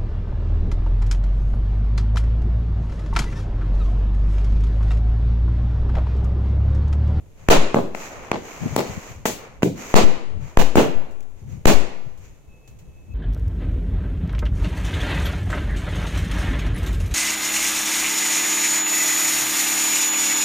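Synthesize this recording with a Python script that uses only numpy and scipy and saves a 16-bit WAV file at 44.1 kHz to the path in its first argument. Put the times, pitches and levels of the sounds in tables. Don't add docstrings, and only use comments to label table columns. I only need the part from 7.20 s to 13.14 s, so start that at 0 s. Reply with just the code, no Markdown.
import sys
import numpy as np
from scipy import signal
from scipy.fft import rfft, irfft
from scipy.io import wavfile
from scipy.ndimage import uniform_filter1d

SR = 44100
rng = np.random.default_rng(int(sys.argv[2]) if len(sys.argv) > 2 else 0)


def transcribe(signal):
    frames = np.atleast_2d(signal).T
    limited = np.clip(frames, -1, 1)
    pcm = np.round(limited * 32767).astype(np.int16)
    wavfile.write(sys.argv[1], SR, pcm)


N = 261954
T = np.arange(N) / SR


def undb(db):
    return 10 ** (np.asarray(db) / 20)


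def unit(x):
    return x / np.sqrt(np.mean(x ** 2))


def colour(x, points, size=4096):
    hz, db = np.transpose(points)
    gain = undb(np.interp(np.log(np.fft.rfftfreq(size, 1 / SR) + 1), np.log(hz), db))
    cepstrum = irfft(np.log(gain))
    cepstrum[1:size // 2] *= 2
    cepstrum[size // 2 + 1:] = 0
    response = irfft(np.exp(rfft(cepstrum)))
    return signal.fftconvolve(x, response[None], axes=1)[:, :x.shape[1]]


def butter(x, hz, kind, order=2):
    return signal.sosfilt(signal.butter(order, hz, kind, fs=SR, output="sos"), x)


def stereo_noise(alike_hz, size=N):
    mid, side = rng.standard_normal((2, size))
    return unit(mid + butter(side, alike_hz, "high", order=1) * np.array([[1], [-1]]))


def walk(rate):
    step = int(SR / rate)
    stairs = np.repeat(rng.standard_normal(N // step + 1), step)
    return unit(uniform_filter1d(uniform_filter1d(stairs, step), step)[:N])


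def add(out, s, x):
    i = max(int(s * SR), 0)
    out[:, i:i + x.shape[-1]] += x[..., :N - i]


def outdoors(air_db=-52.5, breeze_db=-53.5, gust_db=4):
    # f/Hz, level/dB
    air_tone = [(30, 0.5), (118, -31.5), (252, -20), (449, -16.5), (1500, -37), (2500, -36.5),
                (3500, -31.5), (6550, -42), (11000, -36.5), (16000, -54)]
    air = undb(air_db + walk(3.1)) * unit(colour(stereo_noise(alike_hz=700), air_tone))
    gusts = undb(breeze_db + gust_db * walk(21))
    return air + gusts * unit(butter(stereo_noise(alike_hz=30), [25, 110], "band"))


def far_whistle(pitch_hz=2592, waver=0.0016, faint_db=-69, start_s=5.0):
    # middle t/s, width/s, level/dB
    swells = [(5.35, 0.038, -56), (5.447, 0.037, -59), (5.78, .04, -62), (5.92, 0.019, -54.5)]
    phase = 2 * np.pi * np.cumsum(pitch_hz * (1 + waver * walk(60))) / SR
    faint = undb(faint_db) * np.clip((T - start_s) / 0.091, 0, 1)
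    swelling = sum(undb(db) * np.exp(-.5 * ((T - s) / width_s) ** 2) for s, width_s, db in swells)
    return (faint + swelling) * undb(2 * walk(35)) * np.sin(phase)


def wind_bumps(pan_db=6, flutter_db=-61, db_per_octave=16.5, alike_hz=118.5):
    # middle t/s, level/dB, width/s
    puffs = [(1.435, -28, 0.014), (1.464, -21, 0.0067), (1.525, -32.5, .029), (1.705, -34.5, 0.015),
             (1.779, -30.5, 0.0083), (1.916, -40, 0.011), (1.992, -42, 0.028), (3.2, -35, 0.056),
             (4.241, -41, 0.015), (4.336, -36, 0.057), (4.875, -39, 0.0092), (4.992, -43.5, .008),
             (5.033, -46, .013), (5.283, -44, .007), (5.69, -44, .008), (5.908, -39, 0.024)]
    out = undb(flutter_db + 5 * walk(25)) * unit(butter(stereo_noise(alike_hz), [85, 170], "band"))
    for s, db, width_s in puffs:
        hz = 151 * 2 ** ((db + 32) / db_per_octave)
        swell = np.exp(-.5 * ((T[:SR // 2] - 1 / 4) / width_s) ** 2)
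        puff = swell * butter(stereo_noise(alike_hz, SR // 2), [hz * 0.5, hz * 1.116], "band")
        add(out, s - 1 / 4, undb(db) * unit(puff) * np.sqrt(np.mean(swell ** 2)))
    return out * undb(np.array([[pan_db], [-pan_db]]) / 2)


def flare(start_s, held_s, fade_s, rise_s=0.021):
    rise = (1 + np.tanh((T - start_s) / rise_s)) / 2
    return rise * np.exp(-np.maximum(T - start_s - held_s, 0) / fade_s)


def fuse(smoulder_db=-65, smoulder_hiss_db=-58, grain_db=1.5, sputter_db=-0.5, treble_hz=4000):
    # start t/s, time held/s, level/dB, extra treble/dB
    flares = [(.17, 0.15, -52.5, 5), (.755, 0.12, -37.5, 6), (0.794, 0.049, -46.5, 16.5),
              (0.901, 0.18, -37, -5.5), (1.14, .09, -52, 14), (1.24, 0.48, -38, 5.5),
              (1.631, 0.28, -42.5, 9), (2.17, 0.082, -38.5, -14.5), (2.569, 0.15, -38.5, 10),
              (3.21, 0.09, -45.5, 3), (4.171, 0.019, -68, 19), (4.29, 0.031, -58.5, 16),
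              (4.83, 0.045, -71, 16.5), (5.01, 0.05, -65, 21.5), (5.77, 0.041, -74, 2)]
    # f/Hz, level/dB
    jet_tone = [(100, -26.5), (200, -9.5), (480, -2.5), (800, -4.5), (1370, -5.5), (1810, -6.5),
                (2400, -7.5), (3400, -15.5), (4800, -17.5), (6600, -18), (8600, -28.5), (10300, -33),
                (12000, -28.5), (16000, -41.5)]
    body_power, hiss_power = undb(smoulder_db) ** 2, undb(smoulder_hiss_db) ** 2
    for s, held_s, db, treble_db in flares:
        body_power += (undb(db) * flare(s, held_s, fade_s=0.085)) ** 2
        hiss_power += (undb(db + treble_db) * flare(s, held_s, fade_s=0.069)) ** 2
    jet = unit(colour(stereo_noise(alike_hz=1000) * undb(grain_db * walk(1500)), jet_tone))
    body = butter(jet, treble_hz, "low", order=1)
    hiss = jet - body
    return (body * np.sqrt(body_power) + hiss * np.sqrt(hiss_power)) * undb(sputter_db * walk(46))


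def sparks(band_hz=(1400, 6000)):
    # t/s, level/dB, fade time/s
    spits = [(3.909, -53.5, 0.033), (4.006, -41.5, 0.0029), (4.027, -51, .01), (4.975, -53, 0.028),
             (5.476, -47.5, 0.024), (5.588, -50.5, 0.024)]
    out, t = np.zeros((2, N)), T[:SR // 4]
    for s, db, fade_s in spits:
        hiss = unit(butter(rng.standard_normal((2, len(t))), band_hz, "band", order=1))
        add(out, s, undb(db) * np.exp(-t / fade_s) * hiss)
    return out


def terrace_echoes(count, gap_s=0.0081, build_s=0.013, blur_db=-32, wall_top_hz=6000):
    # delay/s, level/dB, extra delay on the right/s
    bounces = [(.0046, -23, .0001), (0.0134, -17.5, 0.012), (.0160, -13, -.0002), (.0207, -34.5, .0003),
               (.0244, -12, -.0002), (.0291, -10.5, -.0003), (.0335, -27, .0003), (.0418, -13.5, 0),
               (.0478, -16.5, -.0001)]
    # f/Hz, early level/dB, tail level/dB, tail length/s (to drop 60 dB)
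    blur = [(60, -5.5, -1, 0.47), (160, 5, -5, 0.68), (395, 4.5, -9.5, 0.79), (889, -3, -19.5, 0.93),
            (2100, -7.5, -13.5, 0.79), (4220, 4.5, -10.5, 0.75), (6300, -3.5, -16, 0.61),
            (14000, -2, -22, 0.18)]
    t, hz = T[:SR], np.fft.rfftfreq(SR, 1 / SR)
    walls = np.zeros((2, SR))
    for delay, db, lag in bounces:
        walls[0, int(delay * SR)] += undb(db)
        walls[1, int((delay + lag) * SR)] += undb(db)
    walls = butter(walls, wall_top_hz, "low", order=1)
    centres, early_db, tail_db, tail_s = np.transpose(blur)[:, :, None]
    shares = np.array([np.interp(np.log(hz + 1), np.log(centres[:, 0]), row)
                       for row in np.eye(len(blur))])
    bands = irfft(rfft(stereo_noise(alike_hz=432, size=SR))[:, None] * shares, SR)
    fade = undb(early_db - 60 * t / 0.25) + undb(tail_db - 60 * t / tail_s)
    fade *= undb(blur_db) * np.clip((t - gap_s) / build_s, 0, 1)
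    shifts = rng.integers(0, SR, count)
    return [walls + np.sum(fade * np.roll(bands, shift, axis=2), axis=1) for shift in shifts]


def crackers(leak_s=0.00066, tear_s=0.0022, tear_echo_db=-7, snow_hz=130, right_lag_s=0.000098):
    # t/s, blast level/dB, sharpness f/Hz, tearing level/dB, spray level/dB,
    # spray fade time/s, echo level/dB, left minus right/dB
    bangs = [(0.2872, 18, 11450, -5.5, -21, 0.0091, 9, 0.5), (0.5447, 10, 1204, -12, -32, 0.049, 3, .5),
             (0.749, -9.5, 1990, -19.5, -38, 0.02, -8, 9.5), (1.1162, 7, 4100, -10, -41, 0.0086, -1.5, 1),
             (1.5637, 6.5, 2408, -18.5, -6, 0.0021, 3, 2.5), (2.0556, 4.5, 2024, -12, -13, 0.043, -5, 2),
             (2.0601, -0.5, 2590, -16, -33, .011, -1, 1.5), (2.423, -7, 2530, -25, -32, 0.02, -12, 0),
             (2.4314, 13, 329, -6.5, -24.5, 0.037, -2, .5),
             (2.7414, 20.5, 11030, -5, -40.5, 0.027, 4.5, 1.5),
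             (3.373, 17.5, 14900, -4, -33, 0.023, -1, -1.5),
             (3.5562, 14.5, 3065, -16, -16.5, 0.027, 7.5, 0),
             (4.4563, 23.5, 12860, 0, -11, 0.035, 0.5, -0.5)]
    out = np.zeros((2, N))
    t = T[:SR // 4] - 1 / 50
    after = np.maximum(t, 0)
    leak = np.exp(np.minimum(t, 0) / leak_s)
    for bang, echoes in zip(bangs, terrace_echoes(len(bangs))):
        s, db, sharp_hz, tear_db, spray_db, spray_s, echo_db, pan_db = bang
        push_s = 0.00037 * (2390 / sharp_hz) ** 0.22
        push = (t >= 0) * (1 - after / push_s) * np.exp(-after / push_s)
        blast = undb(db) * butter(butter(push, sharp_hz, "low"), snow_hz, "high")
        tear_noise = unit(butter(stereo_noise(alike_hz=900, size=len(t)), [700, 2600], "band"))
        tear = undb(tear_db) * leak * np.exp(-after / tear_s) * tear_noise
        spray_noise = butter(rng.standard_normal((2, len(t))), [1500, 7000], "band", order=1)
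        spray = undb(spray_db) * leak * np.exp(-after / spray_s) * spray_noise
        right_blast = np.interp(t - right_lag_s, t, blast, left=0)
        sides = undb(np.array([[pan_db], [-pan_db]]) / 2)
        add(out, s + t[0], sides * (np.array([blast, right_blast]) + tear + spray))
        to_walls = undb(echo_db) * (blast + undb(tear_echo_db) * tear[0] + spray[0])
        add(out, s + t[0], sides * signal.fftconvolve(to_walls[None], echoes, axes=1))
    return out


def jammed(sound, stuck=0.4, recover_hz=1.84, deaf_db=-18, deaf_right_s=0.0118):
    # t/s, left shift/full scale, right shift/full scale, held left/s, held right/s, deaf left/s
    jams = [(.289, .42, .33, 0.087, 0.082, .011), (2.742, -.6, .18, 0.1, .06, 0.0088),
            (3.373, .62, .35, .053, .028, .04), (3.559, -0.24, .2, .2, .04, 0.0025),
            (4.457, 0.6, 0.19, 0.086, 0.024, 0.01)]
    grip_s, release_s, edge_s = .004, .007, .0007
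    offset, deaf, t = np.zeros((2, N)), np.zeros((2, N)), T[:SR // 2]
    for s, left, right, left_s, right_s, deaf_left_s in jams:
        grip = 1 - np.exp(-t / grip_s)
        let_go = (1 - np.tanh((t - np.array([[left_s], [right_s]])) / release_s)) / 2
        add(offset, s, np.array([[left], [right]]) * grip * let_go)
        deaf_s = np.array([[deaf_left_s], [deaf_right_s]])
        add(deaf, s, (np.tanh((t - grip_s / 2) / edge_s) - np.tanh((t - deaf_s) / edge_s)) / 2)
    offset = butter(offset, recover_hz, "high")
    return offset + sound * undb(deaf_db * deaf) / (1 + (offset / stuck) ** 4)


def scene():
    return crackers() + fuse() + sparks() + wind_bumps() + outdoors() + far_whistle()


def record(dry, ceiling=0.7, top_hz=15800):
    # f/Hz, level/dB
    openings = [(100, 4), (1000, -0.5), (1600, -6), (2400, -3), (3600, -8.5), (5200, -8.5), (6700, 2.5),
                (8500, -6), (10500, -8), (15000, 3.5)]
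    drive = jammed(dry) / ceiling
    clipped = ceiling * drive / (1 + drive ** 4) ** 0.25
    top_cut = signal.ellip(8, .2, 70, top_hz, fs=SR, output="sos")
    return signal.sosfilt(top_cut, colour(clipped, openings))


dry = scene()
out = record(dry)
transcribe(out)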